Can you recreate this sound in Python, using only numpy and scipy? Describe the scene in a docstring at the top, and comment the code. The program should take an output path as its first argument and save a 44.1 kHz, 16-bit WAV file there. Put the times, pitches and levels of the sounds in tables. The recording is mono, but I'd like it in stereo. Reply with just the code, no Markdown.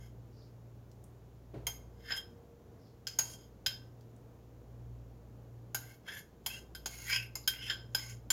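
"""A steel spoon clinks against a ceramic bowl of creamy topping in a small kitchen, made from decaying tones
and noise bursts. It also drags over the glaze: rubbing noise and a stick-slip tone ring the bowl and spoon.
Cream adds gliding, ragged swishes and short noise ticks, and muffled noise makes one soft, dull low bump.
Behind them, sine tones make an appliance motor's uneven low hum and shaped noise the room's quiet rush."""
import sys
import numpy as np
from scipy import signal
from scipy.fft import rfft, irfft, next_fast_len
from scipy.io import wavfile
from scipy.ndimage import map_coordinates

SR = 44100
rng = np.random.default_rng(int(sys.argv[2]) if len(sys.argv) > 2 else 0)


def unload_wav(signal):
    """Save mono or channel-first audio to the path in sys.argv[1] as 16-bit WAV at rate SR, clipped to [-1, 1]."""
    wavfile.write(
        sys.argv[1],
        SR,
        np.round(np.clip(np.atleast_2d(signal).T, -1, 1) * 32767).astype(np.int16),
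    )


N = 367027
TIME = np.arange(N) / SR
RING_TIME = np.arange(SR // 4) / SR
STROKE_TIME = np.arange(int(.6 * SR)) / SR - .25  # zero is the moment of full contact

# The bowl's rim tones, damped by the hand. Each row: pitch in Hz, relative level in dB,
# time in seconds to fade by 60 dB when the spoon is not pressing.
BOWL_TONES = [(1442, -3, 0.07), (1557, 4.5, 0.079), (1677, -7.5, 0.059), (3114, 1, 0.015),
              (3183, -3.5, 0.13), (5065, 3, 0.057), (5147, -2, 0.053), (3320, -7, 0.0407)]
# The spoon's own tones. Each row: pitch in Hz, relative level in dB,
# time in seconds to fade by 60 dB when it is not pressed to the bowl.
SPOON_TONES = [(2110, -6, 0.045), (2236, -16, 0.094), (2730, -2, 0.035), (2630, -14.5, 0.026),
               (4450, -9.5, .035), (6613, 5, 0.064), (7166, 2, 0.041), (9730, -10.5, .07),
               (10440, -11, 0.037), (11510, -5, 0.11), (11800, -8, 0.079), (12500, -0.5, 0.1),
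               (13470, -4, 0.056), (14450, 0.5, 0.092), (15200, -2, 0.077)]


def amp(db):
    """Turn decibels into a gain."""
    return 10 ** (np.asarray(db) / 20)


def unit(x):
    """Scale to an average (rms) level of 1."""
    return x / np.sqrt(np.mean(x ** 2) + 1e-20)


def along(points, hz):
    """Read between (Hz, value) points on a logarithmic pitch axis."""
    point_hz, values = np.transpose(points)
    return np.interp(np.log(hz + 1), np.log(point_hz + 1), values)


def curve(rows):
    """Join (seconds, value) points into one value per sample."""
    seconds, values = np.transpose(rows)
    return np.interp(TIME, seconds, values)


def wobble(rate, size=N):
    """Draw a smooth random curve through `rate` random points a second."""
    knots = rng.standard_normal(int(size * rate / SR) + 4)
    return map_coordinates(knots, [np.arange(size) * rate / SR], order=2)


def filtered(x, response):
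    """Multiply each frequency of a sound by the gain that response(hz) gives."""
    size = x.shape[-1]
    padded = next_fast_len(size + 8192)
    gains = response(np.fft.rfftfreq(padded, 1 / SR))
    return irfft(rfft(x, padded) * gains, padded)[..., :size]


def coloured(x, spectrum):
    """Shape a sound with (Hz, dB) points, then scale it to rms 1."""
    return unit(filtered(x, lambda hz: amp(along(spectrum, hz))))


def panned(db):
    """Give left and right gains; positive dB makes the left louder."""
    return unit(amp([[db / 2], [-db / 2]]))


def add(track, s, sound):
    """Mix a sound into the track at s seconds, cutting what falls outside."""
    start = round(s * SR)
    part = sound[:, max(-start, 0):max(N - start, 0)]
    track[:, max(start, 0):][:, :part.shape[1]] += part


def in_kitchen(x, wet_db):
    """Add the short tail that hard walls return: noise whose pitches fade at different speeds."""
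    # How long the room rings. Each row: pitch in Hz, time in seconds to fade by 60 dB.
    fade_times = [(300, 0.63), (2000, 0.33), (5000, 0.31), (15000, 0.28)]
    hz, t, noise = signal.stft(rng.standard_normal((2, SR // 2)), SR, nperseg=256)
    fade = amp(-60 * t / along(fade_times, hz)[:, None])
    tail = signal.istft(noise * fade, SR, nperseg=256)[1]
    tail *= 1 - np.exp(-np.arange(tail.shape[1]) / SR / 0.0019)  # the tail builds up within milliseconds
    response = amp(wet_db) * tail / np.linalg.norm(tail[0])
    response[:, 0] += 1  # the direct sound
    return signal.fftconvolve(x, response, axes=1)


def stereo_noise(spectrum):
    """Make noise of rms 1 that is similar left and right in the bass, nearly unrelated in the treble."""
    # How alike the two sides are. Each row: pitch in Hz, likeness from 0 to 1.
    likeness = [(60, 0.8), (250, 0.71), (600, 0.19), (2000, 0.029), (10000, 0.042)]
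    # Which side is louder. Each row: pitch in Hz, left minus right in dB.
    side_lean = [(100, -5.5), (300, -0.5), (1000, 0), (10000, -2)]

    def middle_and_side_gains(hz):
        turn = np.arccos(np.clip(along(likeness, hz), -1, 1)) / 2
        return np.array([np.cos(turn), np.sin(turn)])

    noise = coloured(rng.standard_normal((2, N)), spectrum)
    mid, side = filtered(noise, middle_and_side_gains)
    left_right = np.array([mid + side, mid - side])
    return unit(filtered(left_right, lambda hz: amp(np.outer([.5, -.5], along(side_lean, hz)))))


def motor(hum_db=0, drone_db=-1):
    """An appliance motor gives an uneven low hum, a drone and a faint whine, with typed level changes."""
    # Uneven low hum near 118 Hz. Each row: time in seconds, level in dB before trim and wobble.
    hum_levels = [(0.0, -52.5), (1.46, -57.5), (1.55, -51), (2.57, -72.5), (3.26, -53), (3.61, -69),
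                  (3.68, -53), (4.54, -57.5), (4.91, -49.5), (5.19, -58.5), (5.81, -51), (6.37, -79),
                  (6.56, -54), (6.65, -72.5), (7.21, -48), (7.48, -60), (8.13, -47.5), (8.32, -58.5)]
    # Low drone near 59 Hz. Each row: time in seconds, level in dB before trim and wobble.
    drone_levels = [(0.0, -52), (0.39, -63), (1.34, -61), (1.62, -51.5), (2.87, -69.5), (3.31, -57.5),
                    (4.12, -66), (4.91, -51.5), (5.91, -67), (6.46, -63), (6.81, -53.5), (7.46, -57.5),
                    (8.32, -53.5)]
    # Faint whine near 468 Hz. Each row: time in seconds, level in dB.
    whine_levels = [(1.7, -83), (2.0, -65.5), (2.55, -64.5), (2.8, -71.5), (5.2, -73.5), (6.0, -75)]

    def tone(hz, drift):
        return np.sqrt(2) * np.sin(2 * np.pi * hz * TIME + drift * wobble(4))

    hum = amp(curve(hum_levels) + hum_db + wobble(8.6)) * tone(117.7, drift=0.204)
    drone = amp(curve(drone_levels) + drone_db + wobble(4.2)) * tone(58.7, drift=0.9)
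    whine = amp(curve(whine_levels)) * tone(468, drift=0.71)
    return (hum + drone) * panned(db=-7.0) + whine * panned(db=-1.5)


def rush(low_db=-57.5, hiss_db=-72.5):
    """The room's low rush is slightly wavering bassy noise, with a thin steady hiss above it."""
    low = stereo_noise([(20, -26.5), (35, -9.5), (50, -6.5), (90, 3.5), (150, -0.5), (250, -3.0),
                        (450, -5), (750, -11.5), (1500, -23.5), (3000, -40), (6000, -44)])
    hiss = stereo_noise([(1500, 0), (3000, -2.0), (5000, -5.0), (7000, -2.5), (8200, -15.5),
                         (11000, -9.5), (14000, -5.5), (16000, -9)])
    waver_db = .8 * wobble(4.7)
    return amp(low_db + waver_db) * low + amp(hiss_db) * hiss


def ring(modes, scatter_db, detune, weight=lambda hz: 0, damping=1, size=SR // 4):
    """A struck object sounds as fading tones, each shifted a little and usually ahead in phase on the left."""
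    t = RING_TIME[:size]
    hz, db, t60 = np.transpose(modes)[:, :, None]
    chance = rng.standard_normal((4,) + hz.shape)
    level_db = db + weight(hz) + scatter_db * chance[0]
    side_phase = np.array([1, -1])[:, None, None] * (0.73 + 0.25 * chance[2])
    phase = 2 * np.pi * chance[1] + side_phase
    turns = hz * (1 + detune * chance[3]) * t
    fading = amp(level_db - 60 * t / (t60 * damping))
    return np.sum(fading * np.sin(2 * np.pi * turns + phase), axis=1)


def pressed(modes, colour, scatter_db, detune):
    """Spoon and bowl pressed together fade sooner; (Hz, dB) points weight their tones."""
    # damping is the share of each fade time that is left
    return ring(modes, scatter_db, detune, lambda hz: along(colour, hz), damping=0.64, size=SR // 10)


def wall(spectrum, t60):
    """A dense, quickly damped response, such as that of the bowl's wall and hollow, is fading noise."""
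    t = RING_TIME[:SR // 10]
    return coloured(rng.standard_normal((2, len(t))), spectrum) * amp(-60 * t / t60)


def resonate(force, response):
    """A force sets an object sounding: convolve it with a stereo response scaled to equal energy."""
    scaled = unit(response) / np.sqrt(response.shape[1])
    return signal.oaconvolve(force[None], scaled, axes=1)[:, :len(force)]


def grit(rate, grain_db):
    """Friction is many tiny slips of uneven size, mixed with an equally strong smooth rub."""
    size = len(STROKE_TIME)
    slips = (rng.random(size) < rate / SR) * amp(grain_db * rng.standard_normal(size))
    return unit(unit(slips * rng.standard_normal(size)) + rng.standard_normal(size))


def chatter(slip_hz, spread, flutter_db, octave=0):
    """Sticking and slipping makes a tone ragged in pitch and level; abrupt slips add its octave."""
    ragged_hz = slip_hz * np.exp(spread * wobble(1200, size=len(slip_hz)))
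    phase = 2 * np.pi * np.cumsum(ragged_hz) / SR
    wave = np.sin(phase) + octave * np.sin(2 * phase)
    return unit(wave * amp(flutter_db * wobble(350, size=len(slip_hz))))


def stroke(lead_in, hold, firm_db, sing_db, hiss_db, slip_hz, glide, chatter_db=-6, body_db=-8,
           ring_db=-2, glaze_db=-2, steel_db=0, pressure_db=1.5):
    """One drag leans in, holds and lifts off; its friction drives bowl, spoon and glaze."""
    # Steel sliding on wet glaze. Each row: pitch in Hz, relative strength in dB per Hz.
    glaze_colour = [(300, -16), (1000, 3.5), (2500, -21), (4300, 4), (5900, 3), (7200, 6.5), (8100, -20),
                    (9500, 6), (12500, -5.5), (15500, -9)]
    t = STROKE_TIME
    contact_db = -16.5 * (np.maximum(-t, 0) / lead_in) ** 1.05  # the rise while leaning in
    contact_db -= 398.5 * np.maximum(t - hold, 0)  # the fall per second while lifting off
    contact_db += pressure_db * wobble(130.5, size=len(t))  # the hand presses unevenly
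    progress = np.clip(t / hold, 0, 1) - .5
    # over one hold the chatter eases by 2 dB and the hiss by 0.5 dB
    firm = amp(firm_db + contact_db - 2 * progress)
    hiss = amp(hiss_db + contact_db - 0.5 * progress)
    rub = grit(rate=1100, grain_db=3.5)

    # firmer contact makes the stick-slip stronger and more ragged
    grip = np.clip((firm_db + contact_db + 59.5) / 18, .1, 1)
    glide_time = np.clip(t, -lead_in, hold + lead_in) - hold / 2
    gliding_hz = slip_hz * 2 ** (glide * glide_time)
    judder = grip * chatter(gliding_hz, spread=.095 * grip, flutter_db=1.5, octave=0.39) + 0.248 * rub

    # each stroke meets the bowl at a new place, so the tones take new weights
    low_modes = pressed([m for m in BOWL_TONES + SPOON_TONES if m[0] < 4000],
                        [(1600, -2.5), (2150, 9.5), (3200, -9)], scatter_db=1.5, detune=0.006)
    high_modes = pressed([m for m in BOWL_TONES if m[0] > 2000],
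                         [(3200, -0.32), (5100, -0.89)], scatter_db=1.5, detune=0.0044)
    steel_modes = pressed(SPOON_TONES, [(4500, 1), (6600, 2.5), (7100, 0.0), (9600, 5), (12500, -0.5),
                                        (15000, -5)], scatter_db=3.0, detune=0.0028)
    hollow = wall([(700, -4.0), (1200, -33), (1550, -1.0), (2150, 4.5), (2700, 7.0), (3300, 7.5),
                   (3900, -5.0), (4800, -0.5), (7000, -13.5), (8200, -58.0)], t60=0.014)
    return (resonate(judder * firm * amp(chatter_db), hollow)
            + resonate(rub * firm * amp(body_db), low_modes)
            + resonate(rub * amp(sing_db + contact_db + ring_db), high_modes)
            + resonate(rub * hiss * amp(glaze_db), wall(glaze_colour, t60=0.0315))
            + resonate(rub * hiss * amp(steel_db), steel_modes))


def scrapes():
    """The spoon drags over the glaze, stroke after stroke."""
    # Each row: full contact in seconds, lead-in in seconds, hold in seconds, then levels in dB before
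    # trims of chatter, bowl ring and glaze hiss, stick-slip rate in Hz at mid-hold,
    # its glide in octaves per second.
    strokes = [(.005,0.077,0.064,-61,-67,-69.5,1690,-2.5), (2.108,0.074,.028,-41,-44.5,-56.5,1716,-1),
               (2.158,0.029,0.018,-46,-39.5,-50.5,1600,-0.5), (3.109,.03,.1,-59.5,-62.5,-67,2300,2),
               (3.256,0.035,0.083,-58,-56,-53,2290,2), (3.387,.054,.078,-73,-66.5,-72.5,2305,0),
               (5.834,0.057,.11,-56,-67,-64.5,2080,1.5), (6.082,0.026,0.038,-43,-55,-62,1705,0.5),
               (6.144,.047,0.044,-47,-55,-53.5,1706,-1), (6.488,0.029,0.094,-50,-54,-55,2690,2),
               (6.915,.04,.16,-49.5,-59,-51.5,2120,-0.2), (7.085,0.035,0.028,-40.5,-48,-47,2070,2.5),
               (7.129,.04,0.031,-32,-32,-43.5,2450,4), (7.198,.03,0.049,-48,-60,-61.5,2700,2),
               (7.531,.04,0.089,-48.5,-56,-71,2750,1.5), (7.624,.02,.06,-44.5,-49,-61.5,2970,-1.2),
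               (7.703,0.034,0.02,-38.5,-42,-51.5,1723,-2.5), (7.992,.048,0.13,-51,-54.5,-53.5,2170,0.5)]
    out = np.zeros((2, N))
    for s, *shape in strokes:
        add(out, s + STROKE_TIME[0], stroke(*shape))
    return in_kitchen(out * panned(db=-2.5), wet_db=-12.5)[:, :N]


def swishes(spread=0.1, flutter_db=4):
    """Cream slides over the spoon with a thin, ragged swish that sinks in pitch."""
    # Each row: middle in seconds, length in seconds, level in dB before flutter and room.
    slides = [(0.405, 0.23, -72), (2.858, .22, -76), (7.438, 0.035, -63)]
    middle_hz, sag_octaves = 4840, .35  # the sag is the fall from start to end
    gain, pitch_hz = np.zeros(N), np.full(N, float(middle_hz))
    for s, length, db in slides:
        place = (TIME - s) / length
        inside = np.abs(place) < .5
        gain[inside] = amp(db) * np.cos(np.pi * place[inside]) ** 2
        pitch_hz[inside] *= 2 ** (-sag_octaves * place[inside])
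    swish = gain * chatter(pitch_hz, spread, flutter_db)
    return in_kitchen(swish * panned(db=-4.0), wet_db=2.0)[:, :N]


def topping(tick_db=-5, t60=0.028):
    """Small films of cream part with a wet tick: a short noise burst around one pitch."""
    # Each row: start in seconds, level in dB before the tick trim, centre pitch in Hz.
    ticks = [(0.9153, -54, 5440), (1.04, -48.5, 9100), (4.009, -55, 4780), (4.163, -57.5, 6970)]
    out = np.zeros((2, N))
    for s, db, hz in ticks:
        noise = rng.standard_normal((2, len(RING_TIME)))
        burst = coloured(noise, [(hz / 3, -20), (hz, 0), (hz * 2, -14)])
        fading = amp(db + tick_db - 60 * RING_TIME / t60)
        add(out, s, in_kitchen(burst * fading, wet_db=-6))
    return out


def bump():
    """A soft, dull low bump, perhaps the bowl touching something, made from muffled, fading noise."""
    # One row: time of full strength in seconds, level in dB.
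    bump_row = (1.546, -41.5)
    s, db = bump_row
    attack_s, t60 = 0.012, 0.51
    age = TIME - s
    envelope = np.clip(1 + age / attack_s, 0, 1) * amp(db - 60 * np.maximum(age, 0) / t60)
    return envelope * stereo_noise([(50, -14), (140, 10.5), (220, -5.5), (400, 2.5), (650, -6.5),
                                    (1100, -18), (4000, -31.5), (10000, -45.0)])


def clinks(bowl_db=3, spoon_db=-3, clack_db=3, clack_t60=0.089, snap=0.73, snap_t60=0.036,
           rise=0.00084, rattle_t60=0.081):
    """Spoon hits bowl: the place of contact sets how much the bowl, the spoon and a noisy clack sound."""
    # Each row: start in seconds, overall level in dB, then relative levels in dB before trims of the knock,
    # the first, second and third rim tones, the steel, the rattle and the ping;
    # ping pitch in Hz, left minus right in dB.
    blows = [(1.6681,-20,-17.5,-29.5,-15.5,-18,-15.5,-24,-9.5,6400,-1.5),
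             (2.1059,-26,-20,-14,-8.5,-16,-44,-27,-20,7100,0),
             (2.1198,-30.5,-16,-10,-2.5,0,-41.5,-22,-15,7100,-2.5),
             (3.0694,-23,-39,-31,-13.5,-16,-29,-10.5,-16,6400,-2),
             (3.1875,-16,-20,-26.5,-25,-20,-16.5,-10.5,-10,6860,-2.5),
             (3.6619,-16,-29.5,-21.5,-11,-5.5,-23.5,-19.5,-19.5,6600,-2),
             (5.746,-22.5,-18.5,-17,-24,-20,-13.5,-12,-11.5,6800,-2),
             (6.4616,-24,-17.5,-32,-9.5,-14,-10,-35,-8.5,7030,-1.5),
             (6.7493,-30.5,-30,-17,-18,-16.5,-19.5,-29,-20,6600,-2.5),
             (6.8585,-22.5,-19,-29,-19.5,-14.5,-18.5,-12,-6.5,6600,-0.5),
             (7.099,-29,-32,-15,-16,-28,-30,-26,-20,6600,-3),
             (7.3539,-19.5,-25.5,-49,-43,-21.5,-23.5,-18.5,-13.5,7050,-2),
             (7.4755,-21,-22,-14.5,-1,-8.5,-11.5,-26,-24,7100,-3),
             (7.6983,-32,-19,-7.5,4,-5.5,-26,-22,-10,7150,1.5),
             (7.7043,-31,-21,-10.5,1.5,-7.5,-26,-17,-11,7150,-3),
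             (7.9477,-19.5,-21,-28.5,-14,-7,-16.5,-22,-10,7100,-2.5),
             (8.303,-14.5,-22,-25.5,-19,-8,-15,-28,-1.5,7190,-3.5)]
    # The dense, short clack of a contact. Each row: pitch in Hz, relative strength in dB per Hz.
    clack_colour = [(150, -10), (500, -9.5), (850, -2.5), (1500, -6.5), (2400, -2), (4500, 2), (5800, -1),
                    (7250, 1.5), (8100, -14), (9300, -0.5), (12000, 3), (15500, -5.5)]
    # The spoon's edge rattling on the glaze. Each row: pitch in Hz, relative strength in dB per Hz.
    rattle_colour = [(1000,-26), (2500,-4), (3800,-12), (4700,2), (5700,-3), (7200,3), (8100,-22.5),
                     (9500,-16), (15500,-15.5)]
    t, size = RING_TIME, len(RING_TIME)
    out = np.zeros((2, N))
    for (s, db, knock_db, first_db, second_db, third_db, steel_db, rattle_db,
         ping_db, ping_hz, pan_db) in blows:
        rim = [(1600, first_db), (3150, second_db), (5100, third_db)]
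        bowl = ring(BOWL_TONES, scatter_db=3.0, detune=0.0026, weight=lambda hz: along(rim, hz))
        bowl *= panned(db=-1.0)
        # a contact cushioned by cream loses its highest tones first
        treble = [(10000, steel_db), (15000, steel_db + 0.48 * min(steel_db + 11.0, 0))]
        spoon = ring(SPOON_TONES, scatter_db=5.5, detune=0.00516, weight=lambda hz: along(treble, hz))

        rim_mean_db = (first_db + second_db + third_db) / 3
        hardness = [(1000, knock_db + 10.0), (3500, rim_mean_db + 2.0)] + treble
        noise = coloured(rng.standard_normal((2, size)), clack_colour)
        clack = filtered(noise, lambda hz: amp(along(hardness, hz)))
        clack *= amp(-60 * t / clack_t60) + snap * amp(-60 * t / snap_t60)
        blow = amp(bowl_db) * bowl + amp(spoon_db) * spoon + amp(clack_db) * clack

        # the spoon's bright ping; its pitch depends on where the spoon lands
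        blow += ring([(ping_hz, ping_db, .07)], scatter_db=2.0, detune=0.00082)
        recontacts = unit(amp(4.9 * wobble(450, size=size))) * amp(rattle_db - 60 * t / rattle_t60)
        blow += recontacts * coloured(rng.standard_normal((2, size)), rattle_colour)
        blow *= amp(db) * (1 - np.exp(-t / rise))
        add(out, s, in_kitchen(blow * panned(pan_db), wet_db=-7.5))
    return out


def scene():
    """Spoon, bowl and cream sound in front of the kitchen's background."""
    return motor() + rush() + scrapes() + swishes() + topping() + bump() + clinks()


def record(dry):
    """The recorder's band limit cuts very steeply above 16100 Hz."""
    return filtered(dry, lambda hz: 1 / (1 + (hz / 16100) ** 120))


dry = scene()
out = record(dry)
unload_wav(out)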